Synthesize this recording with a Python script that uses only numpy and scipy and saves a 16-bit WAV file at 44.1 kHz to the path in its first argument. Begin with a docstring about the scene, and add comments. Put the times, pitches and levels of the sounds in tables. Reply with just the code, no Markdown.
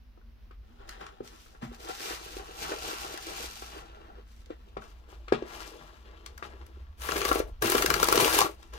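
"""A faint low rumble and light knocks come first; cardboard boxes are slid, knocked and set on a small table.
Then a perforated strip is ripped off one in two pulls, each a dense crackle with sharp snaps.
Rubbing and tearing are stick-slip noise in hollow resonances; knocks are decaying modes, snaps noise bursts.
Two microphone ports hear the box from the left, over a quiet room of filtered noise and a faint hum."""
import sys
import numpy as np
from scipy import signal
from scipy.fft import rfft, irfft, next_fast_len
from scipy.io import wavfile
from scipy.ndimage import uniform_filter1d, map_coordinates

SR = 44100
rng = np.random.default_rng(int(sys.argv[2]) if len(sys.argv) > 2 else 0)


def digitize_waveform(pressure):
    """Quantize a signal to 16-bit integers and store it at the path in sys.argv[1].

    Rows of a 2-D input are taken as channels; values are limited to [-1, 1].
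    """
    field = np.atleast_2d(pressure).T
    bounded = np.clip(field, -1, 1)
    quanta = np.round(bounded * 32767).astype(np.int16)
    wavfile.write(sys.argv[1], SR, quanta)


N = 387198

# Air and wall resonances of the box: f/Hz, nominal width/Hz, relative level/dB
HOLLOW_RESONANCES = [(341, 43, 0), (417.3, 158, 7.5), (585, 176, -0.5), (804, 110, -6), (170, 220, -2.5)]
# Panel resonances of the box: f/Hz, nominal width/Hz, relative level/dB
PANEL_RESONANCES = [(1090, 880, 4.5), (1310, 140, -15), (1600, 1130, 0.5), (2600, 1550, -1)]
# Shifting colours of the crackle: f/Hz, nominal width/Hz, relative level/dB
SHEEN_RESONANCES = [(1566, 430, -1), (2770, 1400, 3.5), (4130, 1500, -1.5), (5980, 970, -1)]
# One long drag of board over board: t/s, surface hiss level/dB, hollow body level/dB
DRAG_CURVE = [(1.8, -56, -69), (1.9, -45, -42), (1.96, -46.5, -53.5), (2.05, -38, -42.5),
              (2.12, -41.5, -44), (2.18, -49, -56.5), (2.36, -48, -50), (2.46, -55, -55.5),
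              (2.55, -54, -51), (2.62, -39.5, -47), (2.72, -42.5, -41), (2.78, -44, -46),
              (2.88, -41, -41.5), (2.97, -43.5, -49.5), (3.06, -41.5, -45), (3.18, -47, -48),
              (3.23, -46, -55), (3.31, -43, -48), (3.38, -43, -50.5), (3.42, -40.5, -46),
              (3.54, -47.5, -55.5), (3.63, -46.5, -58), (3.78, -53.5, -47.5), (3.88, -74, -56.5),
              (4.2, -103, -57.5)]


def sliding():
    """Stick-slip friction: bumps excite the hollow's resonances, fine grit hisses and now and then ticks."""
    # Rubbing spectrum: f/Hz, relative spectral density/dB
    rub_spectrum = [(1290, -21), (2200, -5), (5420, -4), (10000, -12), (15000, -12.5), (16100, -40),
                    (16500, -43)]
    # Loose flap of the dragged board: f/Hz, nominal width/Hz, relative level/dB
    flap_resonances = [(782, 114, 0), (1390, 110, -6)]
    panel_db, hiss_weight = 0.5, 0.18  # panel level lies between those of hiss and body
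    sheen_db, flap_db = -9, -3  # re hiss, re body

    hiss_gain, body_gain = contact()
    panel_gain = undb(panel_db) * hiss_gain ** hiss_weight * body_gain ** (1 - hiss_weight)
    body = resonate(grains(150, 2.2, 1.2, 40, 0.8), HOLLOW_RESONANCES)
    panels = resonate(grains(600, 2.5, 0.8, 30, 0.75), PANEL_RESONANCES)
    hiss = unit(colour(grains(4000, 3.5, 1.3, 50, 0.15), rub_spectrum))
    sheen = resonate(grains(2000, 3.5, 0.8, 40, 0.15), SHEEN_RESONANCES)
    flap = resonate(grains(150, 2.7, 1.25, 12, 0.91), flap_resonances)
    flap = flap * (np.arange(N) < DRAG_CURVE[-1][0] * SR)  # silent once the drag is over

    surface = hiss_gain * (hiss + undb(sheen_db) * sheen)
    hollow = body_gain * (body + undb(flap_db) * flap)
    return surface + hollow + panel_gain * panels


def contact():
    """Friction level follows the contact: gains of hiss and body for drag, scuffs and resting fingers."""
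    # Short scuffs of hand or board: start t/s, length/s, surface hiss level/dB, hollow body level/dB
    scuffs = [(0.782, 0.11, -101, -55.5), (0.867, 0.1, -61, -54), (0.986, 0.13, -69, -51),
              (1.224, 0.14, -57, -60.5), (1.291, 0.3, -61, -93), (1.611, 0.061, -56, -43.5),
              (1.716, 0.05, -56.5, -69), (4.244, 0.19, -68, -97), (4.492, 0.056, -91, -56),
              (4.796, 0.13, -60.5, -59), (5.074, 0.12, -69, -64.5), (5.318, 0.045, -88, -32),
              (5.431, 0.37, -52, -51), (5.725, 0.31, -72.5, -60.5), (6.018, 0.24, -94, -57.5),
              (6.424, 0.058, -60, -45), (6.604, 0.033, -96, -57.5), (8.558, 0.17, -66, -69),
              (8.72, 0.082, -55, -47.5)]
    rise_share, fade_s = 0.25, 0.093  # share of the stroke spent rising; decay constant after it
    hold_start_s, hold_end_s = 0.63, 8.78
    hold_levels_db = [-79, -67.5]  # hiss, body

    t = np.arange(N) / SR
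    gain = undb(read([DRAG_CURVE]))
    for start, length, hiss_db, body_db in scuffs:
        top, end = start + rise_share * length, start + length
        swell = np.sin(np.pi / 2 * np.interp(t, [start, top, end], [0, 1, 0.3])) ** 2
        fade = np.exp(-np.maximum(t - end, 0) / fade_s)
        gain = gain + np.outer(undb([hiss_db, body_db]), swell * fade)
    resting = (t > hold_start_s) * (t < hold_end_s) * undb(1.44 * walk(7.4))
    return gain + np.outer(undb(hold_levels_db), resting)


def tearing():
    """Fracture noise: fibres part in a dense crackle and excite the hollow box and its panels."""
    # The two pulls on the strip: t/s, tearing fibre level/dB, hollow body level/dB
    pulls = [
        [(6.98, -63, -69), (7.02, -40, -54), (7.08, -39.5, -44.5), (7.2, -36, -34.5), (7.4, -37, -38),
         (7.44, -69, -45.5), (7.49, -60.5, -47)],
        [(7.62, -36, -36), (7.645, -29.5, -30), (7.73, -31, -35.5), (7.85, -36.5, -34.5), (8.08, -34, -34.5),
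         (8.15, -32, -27.5), (8.23, -23.5, -27.5), (8.3, -29, -36), (8.4, -25, -27.5), (8.46, -39, -30.5),
         (8.5, -54, -44.5), (8.55, -61.5, -62.5)],
    ]
    # Fibre spectrum: f/Hz, relative spectral density/dB
    fibre_spectrum = [(470, -7), (800, -8.5), (1130, -7.5), (1890, -9), (2840, -8), (3430, -9),
                      (6460, -13.5), (12200, -11), (15700, -15.5), (16500, -57)]
    sheen_db, panel_db = -8, -10  # re the fibres

    fibre_db, body_db = read(pulls)
    fibres = unit(colour(grains(3000, 3.0, 1.5, 90, 0.3), fibre_spectrum))
    body = resonate(grains(400, 1.8, 1.6, 70, 0.85), HOLLOW_RESONANCES)
    panels = resonate(grains(400, 2.5, 1.5, 50, 0.75), PANEL_RESONANCES[:2])
    sheen = resonate(grains(1200, 5.1, 0.76, 60, 0.5), SHEEN_RESONANCES)
    crackle = fibres + undb(sheen_db) * sheen + undb(panel_db) * panels
    return undb(fibre_db) * crackle + undb(body_db) * body


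def snaps():
    """Sudden fracture: a bridge of fibres stretches, gives way in a few ms and frays; its jolt booms in the panels."""
    # Perforation bridges and label edges: t/s, peak level/dB, top-band and boom levels/dB re that peak
    snap_events = [(0.8912, -29.5, -9, -5.5), (1.065, -37, -37, 0), (1.275, -37, -21, -9),
                   (1.8033, -41, -15, -19), (2.901, -37, -10, -9), (3.175, -29, -3, -6),
                   (4.4585, -45.5, -23, -21), (4.82, -49, -20, 10.5), (6.2612, -29.5, -8, -3),
                   (6.3776, -37, 0, 2), (6.6643, -46, 2, -5), (7.0872, -26.5, -20, 6), (7.119, -21, -21, 3),
                   (7.163, -23, -23, 0), (7.215, -22, -15, -2), (7.2502, -19, 1, 1),
                   (7.2877, -20.5, -7, 0.5), (7.3286, -22, 0, -1), (7.6223, -20, 4, 4),
                   (7.657, -20, -1, -2), (7.6988, -19, 7, -11), (7.7185, -15.5, 2, -15),
                   (7.751, -16.5, -8, 2), (7.7797, -17, -11, 2.5), (7.8222, -10.5, -4, -5),
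                   (7.86, -11.5, -4.5, -1.5), (7.9019, -12.5, -3, 1), (7.9398, -11.5, -5, -5.5),
                   (7.9988, -19, -8, 3.5), (8.0286, -11.5, -2, 0), (8.042, -15, 2, -6),
                   (8.085, -12.5, 0, -0.5), (8.1246, -12.5, 1.5, 3.5), (8.156, -13, -2, -13),
                   (8.1756, -11.5, -15, -1.5), (8.1978, -20, -12, 7), (8.278, -17, -8, 0.5),
                   (8.3264, -17, -12, -8), (8.3873, -12.5, 4, 2), (8.4049, -10, -2, -11.5),
                   (8.414, -18, -13, 7), (8.423, -26, -8, -0.5), (8.6278, -40, -8, -6),
                   (8.736, -38.5, -4, 3)]
    # Nominal boom pitch, highest in mid-tear and lower after it: t/s, f/Hz
    boom_pitch = [(0, 1350), (7.0, 1440), (7.87, 1493), (8.0, 1120), (8.78, 1100)]

    out, t = np.zeros((2, N)), np.arange(2048) / SR
    release = np.exp(-((t - 0.003) / 0.0025) ** 2)
    fraying = 0.1 * np.minimum(t / 0.0011, 1) * np.exp(-t / 0.035)
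    shape = release + fraying
    for s, db, top_db, boom_db in snap_events:
        low = band(pair(len(t), 0.096) * shape, [1500, 6500])
        top = band(pair(len(t), 0.057) * shape, 7000, "high")
        centre = np.interp(s, *np.transpose(boom_pitch)) * undb(0.72 * rng.standard_normal())
        boom = band(pair(len(t), 0.64) * shape ** 1.76, np.array([0.82, 1.2]) * centre)
        add(out, s - 0.001, peak(low, db) + peak(top, db + top_db) + peak(boom, db + boom_db))
    return out


def knocks():
    """Impact excitation: blows ring the box's modes, with a short crack at full contact and some table thuds."""
    # Blows and jolts on the box: t/s, peak level/dB, crack level/dB re that peak
    blows = [(0.173, -46.5, -13), (0.212, -55, -5), (0.508, -42.5, -5), (1.01, -34, -6), (1.203, -25, -20),
             (1.46, -45, -5), (1.547, -41.5, -5), (1.62, -31, -11.5), (1.714, -35.5, -17), (1.895, -28, -7),
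             (2.001, -31.5, -5), (2.106, -31, -12), (2.365, -28, -18), (2.395, -30.5, -7),
             (2.486, -36, -16), (2.69, -31, -11), (2.717, -20, -8), (2.736, -29, -10.5), (2.815, -38, -12),
             (2.885, -29, -9.5), (2.93, -31.5, -18), (3.044, -27.5, -10), (3.139, -30, -13),
             (3.264, -36, -8.5), (3.4, -33, -18), (3.439, -32, -20), (3.621, -31, -6), (4.502, -26, -17),
             (4.767, -22, -10.5), (5.125, -38, -9), (5.279, -33.5, 3.5), (5.3206, -7.5, -12.5),
             (5.421, -22.5, -14), (6.423, -24, -6), (6.769, -42.5, -16), (7.089, -19, -7),
             (7.157, -17.5, -8.5), (7.167, -25, -14), (7.214, -18.5, -8), (7.252, -14.5, -9.5),
             (7.312, -9.5, -9), (7.355, -13, -10), (7.399, -13, -15), (7.645, -19.5, -6), (7.677, -19, -3),
             (7.695, -19, -14), (7.72, -15.5, -4), (7.747, -11.5, -17), (7.795, -19.5, -22),
             (7.821, -21.5, -8.5), (7.842, -16, -33), (7.911, -19, -25), (7.961, -19, -5),
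             (8.028, -13, -7.5), (8.083, -16.5, -22), (8.12, -19.5, -14), (8.157, -21, -10),
             (8.174, -14.5, -16), (8.255, -14.5, -18.5), (8.34, -20.5, -17), (8.365, -18, -12),
             (8.442, -23, -8), (8.456, -22, -9)]
    # Weight on the table top: t/s, peak level/dB
    thuds = [(1.201, -44.5), (1.625, -27.5), (1.649, -39.5), (4.765, -42.5), (5.321, -31), (7.644, -27.5),
             (7.744, -31), (8.179, -29)]
    # Modes of the box: f/Hz, relative level/dB, free decay time T60/s
    box_modes = [(352.7, -9.5, 0.13), (391, -3, 0.084), (417.5, -2.5, 0.11), (608, -13.5, 0.11),
                 (741, -14, 0.16), (805, 2, 0.024), (1097, -2, 0.063), (1300, 2, 0.07), (1616, 1.5, 0.04)]
    # Modes of the table: f/Hz, relative level/dB, decay time T60/s
    table_modes = [(122.3, -1, 0.19), (159.4, -6, 0.18), (206, -3, 0.19), (239, -3, 0.33)]
    ring_share, damp_per_db = 0.42, 0.17  # share of the free decay; a duller contact damps it more
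    bright_hz, dull_per_db = 4600, 1.24  # the ring's upper edge falls as the contact softens
    box_push_s, table_push_s = 0.0034, 0.0047

    out, t = np.zeros((2, N)), np.arange(2048) / SR
    burst = np.minimum(t / 0.00095, 1) * (np.exp(-t / 0.0013) + 0.19 * np.exp(-t / 0.018))
    for s, db, crack_db in blows:
        share = np.clip(ring_share * undb(damp_per_db * crack_db), 0.05, 2)
        top_hz = np.clip(bright_hz * undb(dull_per_db * crack_db), 650, 9000)
        body = band(ring(box_modes, share, box_push_s), [260, top_hz])
        add(out, s, peak(body, db))
        crack = band(pair(len(t), 0.21) * burst, [900, 3000])
        add(out, s + 0.0035, peak(crack, db + crack_db))
    for s, db in thuds:
        add(out, s, peak(ring(table_modes, 1, table_push_s), db))
    return out


def ring(modes, share, push_s):
    """Modal decay: damped sines grow while the push lasts; random mode weights stand for where it lands."""
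    t = np.arange(SR // 3) / SR
    sound = 0
    for hz, db, t60 in modes:
        weight, detune, turn = rng.standard_normal(3)
        wave = np.sin(2 * np.pi * hz * (1 + 0.054 * detune) * t + 0.99 * turn)
        decay = np.exp(-np.log(1000) * t / (t60 * share))
        sound = sound + undb(db + 1.6 * weight) * wave * decay
    return sound * np.sin(np.pi / 2 * np.minimum(t / push_s, 1)) ** 2


def ports(x):
    """Interaural-style cues: the left port leads, shadowing tilts the spectra, each port has its own echoes."""
    # Place of the box: t/s, lead of the left port/samples, share of the shadow (1 = full)
    lead = [(0, 28.2, 0.6), (3, 18.2, 0.31), (4.6, 22, 0.58), (4.999, 11.9, 1.33), (8.78, 15, 0.9)]
    # Full acoustic shadow: f/Hz, left minus right level/dB
    shadow = [(20, 12), (250, -1), (1000, 7.5), (4000, 4.5), (12000, 2.5), (22050, -7)]
    room_t60_s, room_db, room_band_hz = 0.16, -9, [500, 6260]

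    i = np.arange(N)
    s, lag, share = np.transpose(lead)
    lag, share = np.interp(i / SR, s, lag), np.interp(i / SR, s, share)
    left = map_coordinates(x[0], [i + lag / 2], order=3)
    right = map_coordinates(x[1], [i - lag / 2], order=3)

    # echoes of table and walls: decaying noise, starting after 2 ms
    t = np.arange(SR // 2) / SR
    echo = rng.standard_normal((2, len(t))) * np.exp(-np.log(1000) * t / room_t60_s) * (t > 0.002)
    echo = band(echo, room_band_hz, order=1)
    echo = echo / np.sqrt(np.sum(echo ** 2, axis=1, keepdims=True))
    both = np.array([left, right]) + undb(room_db) * signal.fftconvolve(x, echo, axes=1)[:, :N]

    # half of the level difference goes to each port, with opposite sign
    shaded = np.array([colour(c, np.array(shadow) * [1, sign / 2]) for c, sign in zip(both, (1, -1))])
    return (both + share * (shaded - both)) * undb(-1.5)


def background():
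    """Room noise: partly decorrelated air and deep noise, with a hum and a rumble that wavers and swells."""
    # Room air spectrum: f/Hz, relative spectral density/dB
    air_spectrum = [(53, -11), (90, -3.5), (136, -16.5), (211, -12.5), (292, -19), (371, -22.5),
                    (2760, -31), (5550, -37), (7860, -53), (14800, -41), (16500, -51)]
    # Wavering rumble: t/s, centre f/Hz, level/dB
    rumble_curve = [(0, 54.5, -55), (.7, 50.3, -46.5), (1.05, 49, -54), (3.3, 54.34, -53), (5.3, 52, -50.5),
                    (5.8, 52.8, -55), (6.6, 66.7, -46.5), (7.1, 64.7, -46), (7.46, 48.53, -40),
                    (8.78, 57.47, -50.5)]
    # Deep noise: f/Hz, relative spectral density/dB
    deep_spectrum = [(12, -37), (22, 9.0), (45, -6.5), (75, -1.0), (110, -12)]
    air_db, deep_db = -63.5, -8.5  # air: mean level; deep: re the rumble
    hum_hz, hum_db = 232, -70  # mean pitch and level

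    t = np.arange(N) / SR
    s, hz, db = np.transpose(rumble_curve)
    # narrow-band noise: slow random sway on a carrier at the moving centre
    turn = 2 * np.pi * np.cumsum(np.interp(t, s, hz)) / SR
    rumble = unit(walk(26) * np.cos(turn) + walk(26) * np.sin(turn))
    deep = unit(colour(pair(N, 0.84), deep_spectrum)) * undb(deep_db)
    hum = undb(hum_db + 2.5 * walk(9)) * np.sin(2 * np.pi * hum_hz * t + 1.5 * walk(12))
    air = unit(colour(pair(N, 0.18), air_spectrum)) * undb(air_db + 0.5 * walk(15.0))
    return air + hum + (rumble + deep) * undb(np.interp(t, s, db))


def grains(per_s, spread_db, patchy_db, patch_rate, alike):
    """Stick-slip noise: every grain has its own size, and the grip comes in patches."""
    k = int(SR / per_s)
    size = np.minimum(rng.exponential(size=N // k + 1), 5)
    size = np.repeat(size, k)[:N]
    return unit(pair(N, alike) * undb(spread_db * size + patchy_db * walk(patch_rate)))


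def resonate(x, peaks):
    """Parallel resonance: each filter acts twice for dark valleys; the moving contact favours them in turn."""
    out = 0
    for hz, width, db in peaks:
        b, a = signal.iirpeak(hz, hz / width / 1.07, SR)
        favour = undb(1.5 * walk(24))
        mode = signal.lfilter(b, a, signal.lfilter(b, a, x))
        out = out + undb(db) * favour * unit(mode)
    return unit(out)


def colour(x, points):
    """Spectral shaping: gain interpolated in dB over log frequency, cut beyond the outer points."""
    hz, db = np.transpose(points)
    size = next_fast_len(x.shape[-1])
    log_f = np.log(np.arange(size // 2 + 1) * SR / size + 1)
    gain = undb(np.interp(log_f, np.log(hz), db, -120, -120))
    return irfft(rfft(x, size) * gain, size)[..., :x.shape[-1]]


def band(x, edges_hz, kind="band", order=2):
    """Butterworth filtering: a maximally flat pass band."""
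    return signal.sosfilt(signal.butter(order, edges_hz, kind, fs=SR, output="sos"), x)


def pair(size, alike):
    """Partial coherence: noise from a wide source reaches the two ports only partly alike."""
    noise, alike = rng.standard_normal((3, size)), np.clip(alike, 0, 1)
    return np.sqrt(alike) * noise[0] + np.sqrt(1 - alike) * noise[1:]


def walk(rate):
    """Slow random modulation: levels held 1 / rate s, then slewed by a moving average; spread near 1.5."""
    k = int(SR / rate)
    held = np.repeat(rng.standard_normal(N // k + 1), k)
    return 1.84 * uniform_filter1d(held, k)[:N]


def read(tables):
    """Envelope interpolation: level columns at every sample, linear in dB and silent between spans."""
    rows = []
    for table in tables:
        off = [-120] * (len(table[0]) - 1)
        rows += [(table[0][0] - 0.03, *off), *table, (table[-1][0] + 0.09, *off)]
    s, *columns = np.transpose(rows)
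    return [np.interp(np.arange(N) / SR, s, c) for c in columns]


def add(out, s, sound):
    """Superposition: sum a sound into the ports from time s."""
    i = int(s * SR)
    out[:, i:i + sound.shape[-1]] += sound[..., :N - i]


def undb(db):
    """Level to amplitude: 20 dB is a factor of ten."""
    return 10 ** (np.asarray(db) / 20)


def unit(x):
    """Normalisation to an effective (RMS) value of 1."""
    return x / np.sqrt(np.mean(x ** 2))


def peak(x, db):
    """Normalisation to a peak level in dB."""
    return x * undb(db) / np.max(np.abs(x))


def scene():
    """Superposition: the box sounds pass to the ports, and the room is added."""
    return ports(sliding() + tearing() + snaps() + knocks()) + background()


def record(dry):
    """Band limitation: the recorder cuts the top with a steep elliptic low-pass."""
    top_hz = 16100
    return signal.sosfilt(signal.ellip(10, 0.2, 80, top_hz, fs=SR, output="sos"), dry)


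dry = scene()
out = record(dry)
digitize_waveform(out)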